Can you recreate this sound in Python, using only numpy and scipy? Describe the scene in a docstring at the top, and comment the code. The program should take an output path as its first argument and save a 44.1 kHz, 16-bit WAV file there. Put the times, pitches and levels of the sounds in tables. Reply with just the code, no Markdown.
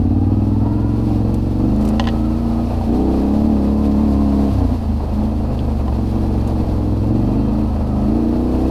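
"""A V-twin quad bike on a muddy forest track, heard from the rider's seat.
The engine's firing orders, harmonics of its cycle rate, sweep through the resonances of airbox and
tailpipe: a growl as the throttle opens, a boom as it shuts. Under them the drive clatters, two thin
whines swell and fade, and the tyres hiss in wet grit. Mud lands in short bursts of noise, and knocks
ring the modes of the plastic bodywork."""
import sys
import numpy as np
from scipy import signal
from scipy.fft import rfft, irfft
from scipy.io import wavfile

SR = 44100
rng = np.random.default_rng(int(sys.argv[2]) if len(sys.argv) > 2 else 0)


def digitize_waveform(pressure):
    """Quantize a signal to 16-bit integers and store it at the path in sys.argv[1].

    Rows of a 2-D input are taken as channels; values are limited to [-1, 1].
    """
    field = np.atleast_2d(pressure).T
    bounded = np.clip(field, -1, 1)
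    quanta = np.round(bounded * 32767).astype(np.int16)
    wavfile.write(sys.argv[1], SR, quanta)


N = 383669
TIME = np.arange(N) / SR

# running noise: (time [s], drive clatter level [dB], tyre hiss level [dB])
RUNNING_LEVELS = [(0.0, -36, -53.5), (0.85, -32, -51), (1.1, -31.5, -47), (1.27, -33.5, -49.5),
                  (1.55, -32.5, -49), (1.87, -29.5, -47), (2.35, -31.5, -47), (2.95, -29.5, -46.5),
                  (3.2, -29.5, -45), (3.5, -30, -47.5), (3.9, -32, -47), (4.5, -28, -44.5),
                  (4.72, -32, -47), (4.89, -32.5, -49), (6.59, -30.5, -47), (6.98, -32, -49.5),
                  (7.39, -29, -49.5), (8.12, -31, -49), (8.7, -28, -46)]
# spectrum of treads in wet grit: (frequency [Hz], gain [dB])
TYRE_SPECTRUM = [(1000, 8), (1900, 0), (2250, 2), (2600, 1), (3500, 1), (4400, 2), (5500, -2.5), (7000, -9),
                 (8800, -8.5), (9400, -10), (10600, -8), (15200, -14)]
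# spectrum of a wet slap: (frequency [Hz], gain [dB])
MUD_SPECTRUM = [(500, -4), (2500, 8), (5000, 6), (8500, 5), (11000, 3), (13500, -3), (16000, 0)]
# clods of mud landing: (time [s], level [dB], 60 dB decay time [s])
MUD_IMPACTS = [(1.343, -27.5, 0.04), (1.762, -33, 0.022), (1.808, -35, 0.11), (1.825, -33, 0.027),
               (1.851, -27.5, 0.056), (1.877, -29, 0.037), (1.888, -24.5, 0.046), (1.9974, -32, .015),
               (6.475, -27.5, 0.033)]
# modes of the bodywork: (frequency [Hz], level [dB], 60 dB decay time [s])
PANEL_MODES = [(562, 0, 0.13), (775, 6.5, 0.08), (1015, 4.5, 0.045), (1460, -16, 0.045),
               (1720, -7.5, 0.038), (1900, -4, 0.04), (2270, -25, 0.029), (2770, -3.5, 0.021),
               (3010, -0.5, 0.016), (3410, -3, 0.0082), (4140, -8, 0.013), (4850, -5.5, 0.011),
               (5200, -20, 0.021), (6350, -13, 0.0083), (7800, -25, 0.031)]
# knocks on it: (time [s], peak level [dB], centre frequency [Hz], fall to either side [dB/octave])
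PANEL_KNOCKS = [(1.9965, -7, 3330, 2), (2.014, -32, 2800, 17), (2.041, -24, 3220, 5),
                (2.054, -19.5, 2800, 2), (2.0718, -11.5, 2600, 3), (2.076, -21, 1945, 42),
                (2.087, -17.5, 2950, 9), (2.772, -32, 765, 25), (2.812, -17.5, 766, 25),
                (5.5911, -25.5, 3380, 12), (5.88, -20.5, 996, 8)]
# whine of the gears: (time [s], frequency [Hz], level [dB])
GEAR_WHINE = [(0, 735, -40), (.5, 864, -43.5), (.8, 992, -41), (1.3, 1000, -68), (2.8, 888, -67),
              (3.5, 1000, -46), (4.4, 1075, -43), (4.9, 952, -56), (8.7, 975, -61)]
# a thin whine near 1.3 kHz that swells and fades: (time [s], frequency [Hz], level [dB])
UPPER_WHINE = [(0, 1150, -58), (.35, 1270, -52), (.85, 1390, -53.5), (1.3, 1350, -62), (2.2, 1290, -45.5),
               (2.6, 1270, -49), (2.9, 1270, -73), (7.2, 1280, -68), (7.7, 1280, -52), (8.1, 1280, -49),
               (8.4, 1280, -69.5)]
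# spectrum of the drive's clatter: (frequency [Hz], gain [dB])
CLATTER_SPECTRUM = [(20, 12.5), (60, 10.5), (160, 2.5), (260, 10), (380, 0.5), (450, 4), (560, 1),
                    (740, 1.5), (1000, -6.5), (1270, -14.5), (1500, -21.5), (1900, -26), (2250, -35),
                    (5000, -54)]
# resonances of the engine casing: (frequency [Hz], bandwidth of one filter pass [Hz], level [dB])
CASING_MODES = [(1264, 59, -24.5), (1724, 72, -31.5), (1936, 19, -34), (2580, 290, -26.5), (2746, 31, -35),
                (3166, 19, -36), (4060, 39, -35.5), (4390, 500, -29)]
# engine speed, wavering as the wheels cross bumps: (time [s], four-stroke cycle rate [Hz])
CYCLE_RATE = [(0.0, 17.02), (0.18, 18.78), (0.36, 19.74), (0.48, 20.59), (0.6, 20.65), (0.72, 21.8),
              (0.84, 21.63), (1.02, 23.12), (1.2, 21.64), (1.32, 22.82), (1.62, 23.51), (1.8, 26.64),
              (1.92, 26.78), (2.04, 28.76), (2.16, 27.72), (2.34, 28.29), (2.4, 29.56), (2.52, 28.41),
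              (2.7, 29.56), (2.88, 27.93), (3.0, 32.15), (3.18, 33.13), (3.48, 37.4), (3.6, 33.85),
              (3.78, 36.2), (3.96, 34.86), (4.02, 37.06), (4.14, 34.34), (4.2, 35.68), (4.32, 34.55),
              (4.44, 34.97), (4.56, 33.54), (4.68, 28.92), (4.86, 27.18), (4.98, 24.78), (5.28, 26.98),
              (5.4, 26.87), (5.52, 25.18), (5.58, 25.88), (5.88, 22.91), (6.0, 22.5), (6.3, 23.49),
              (6.42, 22.6), (6.6, 22.43), (6.78, 21.39), (7.02, 21.14), (7.14, 23.69), (7.32, 24.45),
              (7.44, 25.98), (7.62, 27.33), (7.8, 25.55), (8.04, 25.69), (8.16, 29.0), (8.28, 28.73),
              (8.34, 29.93), (8.7, 32.25)]
# the rider's throttle moves, each held until the next: (time [s], opening [dB])
THROTTLE_MOVES = [(0.0, -4.5), (1.36, -5.5), (1.6, -3.5), (1.92, -4), (2.65, -9), (2.86, 5.5), (3.25, 1),
                  (4.08, 0), (4.5, -13), (5.16, -8.5), (5.66, -12.5), (5.951, -8.0), (7.07, -1.6),
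                  (7.33, -3), (7.65, -9.5), (7.85, -6), (8.05, 1.9)]
# a cylinder skips a beat with the throttle shut: (time [s], dip [dB], half length [s])
MISFIRE_DIPS = [(4.823, -4, 0.049), (5.06, -4.5, 0.1), (6.649, -16, 0.0078)]
# resonances of the airbox: (frequency [Hz], gain [dB])
AIRBOX_RESPONSE = [(20.0, -52), (45.0, -42.5), (70.0, -33.5), (100.0, -31.5), (130.0, -35), (165.0, -51.5),
                   (190.0, -37.5), (215.0, -26.5), (250.0, -31.5), (285.0, -31), (320.0, -32), (360.0, -46),
                   (400.0, -51.5), (450.0, -44.5), (520.0, -50.5), (700.0, -53.5), (1400.0, -62.5)]
# resonances of the tailpipe: (frequency [Hz], gain [dB])
TAILPIPE_RESPONSE = [(20.0, -24.5), (35.0, -30.5), (50.0, -19), (70.0, -23.5), (90.0, -29.5), (115.0, -35),
                     (140.0, -42), (165.0, -57.5), (210.0, -32), (260.0, -34), (320.0, -46), (450.0, -55.5),
                     (1400.0, -70)]
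# spectrum set by a puff's shape, from order 1 up:
# (level [dB], change with throttle [dB/dB], change with revs [dB/octave])
PUFF_ORDERS = [(-17, 1.5, 4), (-5, 0, -4), (7.5, -0.33, -0.5), (4.5, 0, -4.5), (12, -0.27, -0.5), (4, 0, 0),
               (-4.5, 0.35, -7.5), (2, -0.05, 0), (10.5, -0.5, -1), (1.5, 0.5, -8), (1.5, 0, 0),
               (1.5, 1, 11), (1.5, 0.55, -2.5), (1.5, 0, -5), (2, .2, 1.5)]
# the lowest orders just after the throttle shuts, from order 1 up: (change with throttle drop [dB/dB])
OVERRUN_SLOPES = [-0.2, 0.32, 0.17, 0.27, -0.21]


def amp(db):
    """Amplitude ratio of a level in decibels."""
    return 10 ** (np.asarray(db) / 20)


def unit(x):
    """Normalisation to rms 1."""
    return x / np.sqrt(np.mean(x ** 2) + 1e-20)


def curves(rows):
    """Linear interpolation of a table's columns over time."""
    times, *columns = np.transpose(rows)
    return [np.interp(TIME, times, column) for column in columns]


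def wander(hz):
    """Low-pass noise of rms 1, cut off at hz."""
    rolloff = 1 + (np.fft.rfftfreq(N, 1 / SR) / hz) ** 4
    return unit(irfft(rfft(rng.standard_normal(N)) / rolloff, N))


def flicker(hz):
    """Linear interpolation between hz random values a second, of rms about 1."""
    return 1.2 * np.interp(TIME * hz, np.arange(2000), rng.standard_normal(2000))


def minimum_phase(spectrum, grid_hz):
    """Complex log gain of a causal filter: the Hilbert transform gives phase from magnitude."""
    hz, db = np.transpose(spectrum)
    log_gain = np.log(amp(np.interp(np.log(grid_hz + 1), np.log(hz), db)))
    return signal.hilbert(log_gain).conj()


def colour(x, spectrum, size=16384):
    """Convolution with a causal impulse response: spectral peaks ring on after each pulse."""
    log_gain = minimum_phase(spectrum, abs(np.fft.fftfreq(size, 1 / SR)))
    ring = np.fft.ifft(np.exp(log_gain)).real[:size // 2]
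    return signal.oaconvolve(x, ring)[:len(x)]


def add(mix, start_s, sound):
    """Superposition of a sound on the mix."""
    part = mix[round(start_s * SR):][:len(sound)]
    part += sound[:len(part)]


def tyres(level_db, grit_per_s=500, grit_db=-9, flutter_db=1.0, trim_db=2):
    """Shot noise: grains of grit click at random within the wet hiss of the treads."""
    grains = (rng.random(N) < grit_per_s / SR) * rng.choice([-1, 1], N)
    grains = grains * amp(2.5 * np.minimum(rng.exponential(1, N), 4))  # a few grains are larger
    rush = rng.standard_normal(N) + amp(grit_db) * unit(grains)
    return amp(level_db + trim_db + flutter_db * wander(18)) * unit(colour(rush, TYRE_SPECTRUM))


def spatters(trim_db=-9):
    """Inelastic impact: each clod of mud lands with a bright, exponentially decaying noise burst."""
    out, t = np.zeros(N), np.arange(SR // 5) / SR
    for start_s, db, t60 in MUD_IMPACTS:
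        burst = unit(colour(rng.standard_normal(len(t)), MUD_SPECTRUM))
        add(out, start_s, burst * amp(db + trim_db - 60 * t / t60))
    return out


def knocks(crack_db=-4, crack_t60=0.049, detune=0.0019):
    """Free vibration: struck plastic bodywork cracks and rings in its damped modes."""
    out, t = np.zeros(N), np.arange(SR // 5) / SR
    hz, mode_db, t60 = np.transpose(PANEL_MODES)[:, :, None]
    for start_s, peak_db, centre_hz, fall in PANEL_KNOCKS:
        excited_db = mode_db - fall * abs(np.log2(hz / centre_hz))
        pitch = hz * (1 + detune * rng.standard_normal(hz.shape))
        signs = rng.choice([-1, 1], hz.shape)
        ring = (signs * amp(excited_db - 60 * t / t60) * np.sin(2 * np.pi * pitch * t)).sum(0)
        crack_spectrum = np.r_[np.c_[hz, excited_db], [(12000, -50)]]
        crack = unit(colour(rng.standard_normal(len(t)), crack_spectrum))
        blow = ring + crack * amp(crack_db - 60 * t / crack_t60)
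        add(out, start_s, amp(peak_db) * blow / abs(blow).max())
    return out


def whine(rows, waver=0.019, flutter_db=3, octave_db=-24):
    """Random modulation: a faint tone and its octave waver in pitch and level."""
    hz, db = curves(rows)
    phase = 2 * np.pi * np.cumsum(hz * (1 + waver * wander(41.7))) / SR
    tone = np.sin(phase) + amp(octave_db) * np.sin(2 * phase)
    return amp(db + flutter_db * wander(30)) * np.sqrt(2) * tone


def cycle_rattle(cycles, rate, size=512, blend_hz=0.4):
    """Periodic excitation: a slowly changing run of tiny impacts recurs on every engine cycle."""
    patterns = rng.standard_normal((2, size))
    first, second = (np.interp(cycles % 1 * size, np.arange(size), p, period=size) for p in patterns)
    blend = 2 * np.pi * blend_hz * TIME
    return (first * np.cos(blend) + second * np.sin(blend)) * np.sqrt(size * rate / SR)


def drive(cycles, rate, throttle_db, level_db, flutter_db=2.0, churn_db=1.0, trim_db=-1.76):
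    """Forced vibration: valve gear and drive clatter, and ring the casing's resonances."""
    loose = rng.standard_normal(N) * amp(flutter_db * wander(41))
    in_step = np.clip(0.42 + 0.008 * throttle_db, 0, 1)  # share of the power that repeats each cycle
    impacts = np.sqrt(in_step) * cycle_rattle(cycles, rate) + np.sqrt(1 - in_step) * loose
    clatter = colour(impacts, CLATTER_SPECTRUM)
    midband = signal.sosfilt(signal.butter(4, [500, 1400], "band", fs=SR, output="sos"), clatter)
    casing = 0
    for hz, width, db in CASING_MODES:
        peak = signal.iirpeak(hz, hz / width, fs=SR)
        casing += amp(db) * unit(signal.lfilter(*peak, signal.lfilter(*peak, loose)))
    return amp(level_db) * (amp(trim_db + churn_db * wander(14.6)) * clatter / midband.std() + casing)


def throttle(lag_s):
    """First-order lag: the response to each throttle step has the time constant lag_s."""
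    times, db = np.transpose(THROTTLE_MOVES)
    return db[0] + sum(step * (1 - np.exp(-np.maximum(TIME - at, 0) / lag_s))
                       for at, step in zip(times[1:], np.diff(db)))


def misfires():
    """Amplitude modulation: the engine's note dips briefly at each misfire."""
    return amp(sum(db * np.exp(-((TIME - at) / half_s) ** 2) for at, db, half_s in MISFIRE_DIPS))


def duct(response, hz, size=2048):
    """Transfer function: the complex gain of a resonant duct at hz."""
    grid_hz = abs(np.fft.fftfreq(size, 1 / 4096))
    log_gain = minimum_phase(response, grid_hz)
    return np.exp(np.interp(hz, grid_hz[:size // 2], log_gain[:size // 2]))


def intake(k, rate, throttle_db, gap_cycles=0.377, load=0.5, db_per_octave=-1.9, bite_db=4, bite_hz=380):
    """Interference at order k: two gulps of air per cycle drone in the airbox as the throttle opens."""
    pair = 1 + (0.82 + 0.012 * throttle_db) * np.exp(-2j * np.pi * k * gap_cycles)
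    opened = np.clip(1 + throttle_db / 8, -1, 1)  # an open throttle adds bite above the drone
    bite = amp(bite_db * opened * np.exp(-(2 * np.log2(k * rate / bite_hz)) ** 4))
    strength = amp(load * throttle_db + db_per_octave * np.log2(rate / rate.mean()))
    return pair * bite * duct(AIRBOX_RESPONSE, k * rate) * strength


def exhaust(k, rate, throttle_db, gap_cycles=0.407, load=0.13, db_per_octave=16):
    """Interference at order k: two puffs per cycle thud in the tailpipe, harder as the revs rise."""
    lag_cycles, travel_s = 0.511, 0.0016  # the exhaust follows the intake and has further to travel
    pair = 1 + 0.41 * np.exp(-2j * np.pi * k * gap_cycles)
    delay = np.exp(-2j * np.pi * k * (lag_cycles + rate * travel_s))
    strength = amp(load * throttle_db + db_per_octave * np.log2(rate / rate.mean()))
    return -pair * delay * duct(TAILPIPE_RESPONSE, k * rate) * strength


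def engine_note(cycles, rate, throttle_db, overrun_s=0.34, ragged=0.072, burble=0.22, orders=26, hop=64):
    """Source and filter: harmonics of the cycle rate sweep through airbox and tailpipe resonances."""
    drop_db = np.maximum(throttle(overrun_s) - throttle_db, 0)[::hop]  # how far it has just closed
    stumble_db = ragged * np.maximum(-throttle_db, 0) * wander(39)  # low throttle fires unevenly
    octaves = np.log2(rate / rate.mean())[::hop]
    rate, throttle_db = rate[::hop], throttle_db[::hop]
    shut = np.clip(-throttle_db / 6 - 1, 0, 1)
    out = 0
    for k in range(1, orders + 1):
        db = (0.3 + 3.5 * k / orders) * flicker(8)[::hop]  # higher orders drift more
        if k > 3:
            db += burble * drop_db * (flicker(35)[::hop] - 1)
        if k > 6:  # with the throttle shut the drone is unsteady and weaker
            db += shut * (3 * flicker(30)[::hop] - 3)
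        if k <= len(PUFF_ORDERS):
            base_db, load, db_per_octave = PUFF_ORDERS[k - 1]
            db += base_db + load * throttle_db + db_per_octave * octaves
        if k <= len(OVERRUN_SLOPES):
            db += OVERRUN_SLOPES[k - 1] * drop_db
        gain = amp(db) * (intake(k, rate, throttle_db) + exhaust(k, rate, throttle_db))
        out += (np.interp(TIME, TIME[::hop], gain) * np.exp(2j * np.pi * k * cycles)).real
    return np.sqrt(2) * amp(stumble_db) * out


def scene():
    """Superposition of all sources; revs and throttle govern the engine's note and clatter."""
    rate, = curves(CYCLE_RATE)
    cycles = np.cumsum(rate) / SR + 0.0052 * rate
    throttle_db = throttle(lag_s=0.017)
    clatter_db, tyre_db = curves(RUNNING_LEVELS)
    engine = misfires() * engine_note(cycles, rate, throttle_db)
    clatter = drive(cycles, rate, throttle_db, clatter_db)
    whines = whine(GEAR_WHINE) + whine(UPPER_WHINE)
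    return (engine + clatter + whines + tyres(tyre_db) + spatters() + knocks())[None]


def record(dry):
    """Band limiting: a linear-phase low-pass filter removes the highest treble."""
    lowpass = signal.firwin(511, cutoff=15350, window=("kaiser", 9), fs=SR)
    return signal.oaconvolve(dry, lowpass[None], "same")


dry = scene()
out = record(dry)
digitize_waveform(out)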